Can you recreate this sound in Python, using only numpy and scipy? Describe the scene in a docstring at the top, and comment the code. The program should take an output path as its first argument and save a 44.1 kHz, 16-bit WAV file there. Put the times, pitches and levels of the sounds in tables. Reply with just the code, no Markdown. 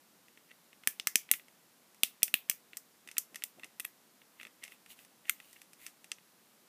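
"""Fidget toy at close range

A thumb clicks the plastic buttons of a small hand-held toy, close to the microphone in a quiet carpeted room.
Each snap is a brief burst of chattering contact that rings the hollow case; buttons rocking in their seats
tick more lightly, and soft flesh lands on the toy. Skin slides on the case, mostly later on, and once the toy
is turned over its side controls click with hardly any thud. The room answers briefly over a soft steady hiss."""
import sys
import numpy as np
from scipy import signal
from scipy.fft import rfft, irfft, next_fast_len
from scipy.io import wavfile
from scipy.ndimage import uniform_filter1d

SR = 44100
rng = np.random.default_rng(int(sys.argv[2]) if len(sys.argv) > 2 else 0)


def pcm_store(signal):
    """Save signal as 16-bit PCM."""
    levels = np.round(np.clip(np.atleast_2d(signal), -1, 1) * 32767)
    wavfile.write(sys.argv[1], SR, levels.astype(np.int16).T)


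N = 294588  # samples
SIZE = 2048  # samples in a short impulse response
HZ = np.fft.rfftfreq(SIZE, 1 / SR)

# steady hiss at the microphone, spectral shape: pitch_hz, relative level_db per Hz
HISS_SHAPE = [(15, -49.5), (25, -47.5), (151, -8), (182, -3), (226, -3), (366, -6), (442, -8.5),
              (492, -6.5), (548, -8.5), (1070, -9.5), (2600, -14), (4450, -14.5), (8710, -16), (13400, -15),
              (15300, -19.5)]
HISS_DB = -65.5  # rms
TOP_HZ = 15330  # middle of the recorder's upper band edge

# diffuse room decay: pitch_hz, t60_s
ROOM_DECAY = [(200, 0.094), (2500, .24), (7000, 0.16), (14000, 0.17)]
# colour of the diffuse answer, before each source's own room level: pitch_hz, level_db
ROOM_COLOUR = [(200, -20.5), (1000, -13), (2700, -20), (4200, -15), (6000, -8.5), (9000, -13),
               (13500, -7.5)]
# near surfaces that reflect a click: delay_s, level_db against the direct sound
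WALLS = [(.0046, -26), (0.0082, -30), (0.0132, -26.5)]
BEAM_HZ = 5000  # above this the small parts beam their sound, and their peaks even out over all directions

# resonances, grouped by the part likely to ring, from the whole toy down to the smallest piece of a button
# each: pitch_hz, width_hz, relative level_db
THUD = [(263, 245, 1), (645, 460, -2.5)]
HOLLOW = [(1356, 370, -8.5), (2057, 517, 2)]
SHELL = [(2716, 580, 1.37), (3470, 1070, -2.5)]
RIM = [(4290, 553, -12), (5440, 1930, -2)]
CAP = [(8370, 3000, 0)]
STEM = [(10464, 800, 0.027)]
SPRING = [(12450, 850, 0.17)]
CATCH = [(14550, 500, 0)]
# thin ring of the plastic that outlasts a blow: pitch_hz, level_db against the blow, t60_s
RING = [(1727, -60, 0.11), (2490, -69, 0.11), (5580, -52, 0.094), (6080, -51, 0.086), (6150, -39, 0.058),
        (7080, -65, .13), (7100, -56.5, .12), (8940, -53, 0.15), (10920, -51.5, 0.07), (12600, -52, 0.0964)]

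# the thumb's soft pad settling on a button: middle_s, level_db
PADS = [(3.07, -69), (3.335, -64), (3.589, -62.5), (3.65, -63), (4.461, -66.5)]
PAD_S = 0.012  # half length of that soft bump

# skin sliding on the case: middle_s, half_length_s, case_pitch_hz, case_level_db, hiss_level_db
SLIDES = [(.51, 0.013, 1930, -63, -82), (1.343, 0.011, 2400, -52.5, -72), (3.637, 0.013, 2040, -70, -73),
          (4.416, 0.025, 2080, -63.5, -62.5), (4.653, 0.022, 2100, -59.5, -64.5),
          (4.722, 0.021, 2620, -64, -59.5), (4.916, 0.017, 2870, -61, -51.5),
          (5.007, 0.032, 1990, -78, -60.5), (5.28, 0.015, 1990, -55, -58.5),
          (5.494, 0.092, 2950, -74.5, -62.5), (5.566, 0.0043, 2060, -60.5, -70),
          (5.844, 0.035, 2050, -67, -55.5), (5.868, 0.0057, 2300, -57.5, -63)]
# friction hiss, spectral shape: pitch_hz, relative level_db per Hz
SKIN = [(1500, -12), (2500, -0.5), (3600, -4), (5500, -9), (9000, -3), (14000, -3), (16000, -1)]

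# buttons rocking in their seats: start_s, case_db, treble_db against the case
TICKS = [(.283, -24.5, -14), (0.374, -20.5, -18), (0.5091, -34, -24), (0.73, -21, -20),
         (0.8358, -16.5, -18), (1.29, -14, -26), (1.304, -23.5, -19), (1.3375, -1, -10.5),
         (1.3967, -17, -23), (1.483, -24, -10), (1.946, -30, -1.5), (2.2209, -14, -19), (2.2798, -9.5, -8),
         (2.4883, -24, -16), (2.5129, -7.5, -6), (2.7327, -13, -23), (3.075, -15.5, -7.5),
         (3.0878, -11.5, -13), (3.1141, -16.5, -3), (3.1684, -5, -19), (3.3453, -15, -7),
         (3.3578, -7.5, -4), (3.4221, -8.5, -16), (3.596, -18.5, -12.5), (3.6336, -9, -21),
         (3.6437, -12.5, -7), (3.8466, -16.5, -1.5), (5.288, -18.5, -16), (4.217, -22, -22),
         (4.399, -12.5, -30), (4.4122, -12, -17.5), (4.4307, -12, -13), (4.4511, -11, -21),
         (4.469, -15.5, -13.5), (4.638, -10, -4), (4.6495, -18, -7), (4.6789, -16.5, -11),
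         (4.7205, -16.5, -22), (4.8616, -20.5, -10.5), (4.9903, -21, -12), (5.049, -27, -1.5),
         (5.401, -14.5, -14), (5.53, -25.5, 2), (5.617, -19, -4), (5.7327, -24, -0.5), (5.865, -11, -1),
         (6.0435, -19, -5.5), (6.1845, -23.5, -17)]
TICK_GRIP, GRIP_SCATTER = 0.98, 0.013  # pitch ratio of the case under a light touch, and its spread
TICK_THUD_DB, TICK_THUD_GROWS = -23, 0.293  # thud of a tick, and its dB per dB of the case
# faint ticks stirred up by a slide: blow over its case level, spread, treble against the case
JOSTLE_DB, JOSTLE_SCATTER_DB, JOSTLE_TREBLE_DB = 35, 6, -20

# buttons snapping down or up: start_s, case_db, button_db, grip (pitch ratio of the case),
# lean_db (shell over hollow), hardness (treble slope, dB per octave), catch_db against the button
SNAPS = [(0.8737, 9, 7, 0.87, 1.5, 1, 3), (0.9982, -2.5, -14.5, 1.02, 7.5, -10.5, 5),
         (1.0717, 6.5, 3.5, 0.97, -7.5, -4, 6.5), (1.1567, 8, 9, 0.87, 13, -3.5, 5.5),
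         (1.3143, 6.5, 11, 1.054, -1.5, 7.5, 0), (2.034, 10.5, 7.5, 1.004, 9, 0.5, 5.5),
         (2.231, -1.5, 10.5, 0.92, 20.5, -0.5, 6), (2.341, 11, 3, 0.95, 9, 10, 5),
         (2.4977, 1, 5, 0.87, 10, 0, 8), (2.7704, -15.5, -7.5, 0.95, -3.5, -0.5, -4),
         (3.1817, -2.5, 5.5, 0.97, 0.5, 1, -5), (3.4378, -6, -3, 0.99, 5.5, 0.5, 4),
         (3.7979, -9, -8.5, 0.93, -7, 3, -14.5), (3.802, -8.5, -10.5, .98, 3.5, 2.5, -10),
         (3.85, -3, -9, 0.92, -2, 17, -12), (5.2955, 8, 5.5, 1.023, -4.5, 18, -14),
         (6.1173, -2.5, -13.5, 0.98, 4, -17, -26)]
# shares of rim, cap, stem and spring in a snap: level_db of each
BUTTON_DB = [-2, 0.5, 2.5, 3.5]
# the same shares for the side controls: level_db of each
SIDE_DB = [-8.5, 3.5, -4, -2]
PIVOT_HZ = 9700  # hardness tilts the button's parts about this frequency
PART_SCATTER = 0.035  # spread in pitch ratio of the small parts from snap to snap
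# t60 of the chatter at a case level of 0 dB; its change in dB per dB of the case: firm snaps seat sooner
CHATTER_S, CHATTER_DB = 0.01, -0.32
THUD_DB, THUD_SHARE = -13, 0.67  # thud against the blow; how much of it follows the case rather than the button
THUD_LEAN = 0.25  # dB of thud per dB of lean: a press square on the shell also shoves the whole toy
TURNED_S, SIDE_THUD_DB = 4.75, -23  # snaps after this come from the side controls; change in their thud
SIDE_ROOM_DB = -2.5  # the side controls face the microphone, so less of the room is heard


def amp(db):
    """Decibels to gain."""
    return 10 ** (np.asarray(db) / 20)


def unit(x):
    """Scale to rms 1."""
    return x / np.sqrt(np.mean(x ** 2) + 1e-20)


def along(points, hz):
    """(Hz, value) points joined on a log frequency axis."""
    f, v = np.transpose(points)
    return np.interp(np.log(hz + 1), np.log(f), v)


def filtered(x, response):
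    """x times a response of frequency."""
    m = next_fast_len(len(x) + 4 * SIZE)
    spectrum = rfft(x, m) * response(np.fft.rfftfreq(m, 1 / SR))
    return irfft(spectrum, m)[:len(x)]


def add(track, s, sound):
    """Mix a sound into the track from time s."""
    start = round(s * SR)
    track[start:start + len(sound)] += sound[:len(track) - start]


def background():
    """Low room noise and microphone hiss: steady noise with one fixed spectrum."""
    noise = rng.standard_normal(N)
    return amp(HISS_DB) * unit(filtered(noise, lambda f: amp(along(HISS_SHAPE, f))))


def causal(gain):
    """The minimum-phase response with this gain, which rings only after the blow."""
    cepstrum = irfft(np.log(np.maximum(gain, 1e-6)))
    cepstrum[1:SIZE // 2] *= 2
    cepstrum[SIZE // 2 + 1:] = 0
    return np.exp(rfft(cepstrum))


def all_round(colour):
    """The colour that the room receives: the treble peaks are averaged over all directions."""
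    smooth = np.abs(uniform_filter1d(colour ** 2, size=101))
    share = 1 / (1 + (BEAM_HZ / (HZ + 1)) ** 8)
    return np.sqrt(share * smooth + (1 - share) * colour ** 2)


def in_room(click, radiated, build_s=0.0018):
    """The click and its first reflections; the diffuse tail answers to the colour radiated in all directions."""
    hz, t, z = signal.stft(rng.standard_normal(SR // 3), SR, nperseg=128)
    decay = amp(-60 * t / along(ROOM_DECAY, hz)[:, None])
    tail = signal.istft(z * decay, SR, nperseg=128)[1]
    tail *= 1 - np.exp(-(np.arange(len(tail)) / SR / build_s) ** 2)
    tail /= np.linalg.norm(tail)
    colour = irfft(causal(radiated * amp(along(ROOM_COLOUR, HZ))))
    answer = signal.fftconvolve(tail, colour)
    add(answer, 0, click)
    for delay_s, db in WALLS:
        add(answer, abs(delay_s + rng.normal(0, 0.0002)), amp(db) * click)
    return answer


def resonances(modes, hz):
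    """Power response of steep-sided resonances."""
    power = 0
    for centre, width, db in modes:
        detuning = (hz * hz - centre * centre) / (width * hz + 1e-6)
        power = power + amp(db) ** 2 / (1 + detuning ** 2) ** 2
    return power


def gripped(modes, grip):
    """A pitch ratio, such as the hold of the hand gives, shifts resonances and their widths together."""
    return [(hz * grip, width * grip, db) for hz, width, db in modes]


def ring(colour):
    """A few lightly damped modes take their share of each blow."""
    t = np.arange(SR // 5) / SR
    chance = rng.standard_normal((len(RING), 2))
    sound = np.zeros(len(t))
    for (hz, db, t60), (luck, phase) in zip(RING, chance):
        envelope = amp(db + 2 * luck - 60 * t / t60)
        sound += np.interp(hz, HZ, colour) * envelope * np.sin(2 * np.pi * (hz * t + phase))
    return sound


def contact(t60, rise, impact_db):
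    """Spectrum of one hard impact inside a short burst of chatter: rippled, but level on the whole."""
    t = np.arange(SIZE) / SR
    shape = (1 - np.exp(-t / rise)) * amp(-60 * t / t60)
    burst = shape * rng.standard_normal(SIZE) / np.linalg.norm(shape)
    burst[round(2 * rise * SR)] += amp(impact_db)
    spectrum = rfft(burst)
    smooth = np.abs(uniform_filter1d(np.abs(spectrum) ** 2, size=55))
    return spectrum * causal(1 / np.sqrt(smooth + 1e-9))


def struck(parts, levels_db, blow, room_db, push_db=-19, push_hz=160):
    """A blow rings each part at its own strength; the whole toy also gives a small low push."""
    power = sum(amp(db) ** 2 * resonances(part, HZ) for part, db in zip(parts, levels_db))
    push = amp(levels_db[0] + push_db) ** 2 / (1 + (HZ / push_hz) ** 2)
    colour = np.sqrt(power + push)
    fade = np.cos(np.pi / 2 * np.arange(SIZE) / SIZE)
    click = fade * irfft(blow * causal(colour))
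    sound = in_room(click, amp(room_db) * all_round(colour))
    add(sound, 0, ring(colour))
    return sound


def pads(upper_db=-4):
    """Soft flesh lands slowly and stirs only the lowest resonances of the toy."""
    t = np.arange(N) / SR
    modes = [THUD[0], (*THUD[1][:2], upper_db)]
    rumble = unit(filtered(rng.standard_normal(N), lambda f: np.sqrt(resonances(modes, f))))
    landings = sum(amp(db) * np.exp(-0.5 * ((t - s) / PAD_S) ** 2) for s, db in PADS)
    return rumble * landings


def slides(slips_a_second=400, grain_db=5, width_hz=340, overtone=1.34, overtone_db=-10):
    """Skin catches in many tiny slips that ring the case where it is touched and hiss above it."""
    track = np.zeros(N)
    for s, half, ring_hz, case_db, hiss_db in SLIDES:
        t = np.arange(SR // 2) / SR - 1 / 4
        stroke = np.exp(-0.5 * (t / half) ** 2)
        chance = rng.random(len(t))
        size, noise, swell = rng.standard_normal((3, len(t)))
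        slips = unit((chance < slips_a_second / SR) * size)
        modes = [(ring_hz, width_hz, 0), (ring_hz * overtone, 2 * width_hz, overtone_db)]
        case = unit(filtered(slips, lambda f: np.sqrt(resonances(modes, f))))
        friction = unit(noise * amp(grain_db * swell)) + 0.227 * slips
        hiss = unit(filtered(friction, lambda f: amp(along(SKIN, f))))
        add(track, max(s + t[0], 0), stroke * (amp(case_db) * case + amp(hiss_db) * hiss))
    return track


def jostled(count=2):
    """A few faint ticks scattered around the middle of each slide, louder where it rubs harder."""
    faint = []
    for s, half, _, case_db, _ in SLIDES:
        for when, luck in rng.standard_normal((count, 2)):
            level_db = case_db + JOSTLE_DB + JOSTLE_SCATTER_DB * luck
            faint.append((s + half * when, level_db, JOSTLE_TREBLE_DB))
    return faint


def ticks(soft_db=-7, stem_db=-1):
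    """Loose buttons knock against their seats under the thumb, too softly to wake the top of the shell much."""
    track = np.zeros(N)
    case = HOLLOW + [SHELL[0], (*SHELL[1][:2], soft_db)]
    for s, case_db, treble_db in TICKS + jostled():
        grip = TICK_GRIP + GRIP_SCATTER * rng.standard_normal()
        parts = [THUD, gripped(case, grip), RIM + CAP, STEM + SPRING]
        thud_db = TICK_THUD_DB + TICK_THUD_GROWS * case_db
        small_db = case_db + treble_db
        levels_db = [thud_db, case_db, small_db, small_db + stem_db]
        blow = contact(0.019, rise=0.00022, impact_db=-0.5)
        add(track, s, struck(parts, levels_db, blow, room_db=3))
    return track


def snaps(room_db=-2.5):
    """The button springs buckle; the grip tunes the case, and a harder contact favours the smallest parts."""
    track = np.zeros(N)
    button = [RIM, CAP, STEM, SPRING, CATCH]
    octaves = np.log2([part[0][0] / PIVOT_HZ for part in button])
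    for s, case_db, button_db, grip, lean_db, hardness, catch_db in SNAPS:
        side = s > TURNED_S
        thud_db = THUD_DB + button_db + THUD_SHARE * (case_db - button_db)
        thud_db += THUD_LEAN * lean_db + SIDE_THUD_DB * side
        shares_db = [*(SIDE_DB if side else BUTTON_DB), catch_db]
        small_db = button_db + hardness * octaves + shares_db
        parts = [THUD, gripped(HOLLOW, grip), gripped(SHELL, grip)]
        parts += [gripped(part, 1 + PART_SCATTER * rng.standard_normal()) for part in button[:-1]]
        parts += [CATCH]
        levels_db = [thud_db, case_db - lean_db / 2, case_db + lean_db / 2, *small_db]
        blow = contact(CHATTER_S * amp(CHATTER_DB * case_db), rise=0.0001, impact_db=-2.5)
        add(track, s, struck(parts, levels_db, blow, room_db + SIDE_ROOM_DB * side))
    return track


def scene():
    """The toy in the quiet room, one channel."""
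    return (background() + pads() + slides() + ticks() + snaps())[None]


def record(dry):
    """The recorder keeps nothing above its band edge, a ramp 300 Hz wide."""
    roll_off = lambda f: np.clip((TOP_HZ - f) / 300 + 0.5, 0, 1)
    return filtered(dry[0], roll_off)[None]


dry = scene()
out = record(dry)
pcm_store(out)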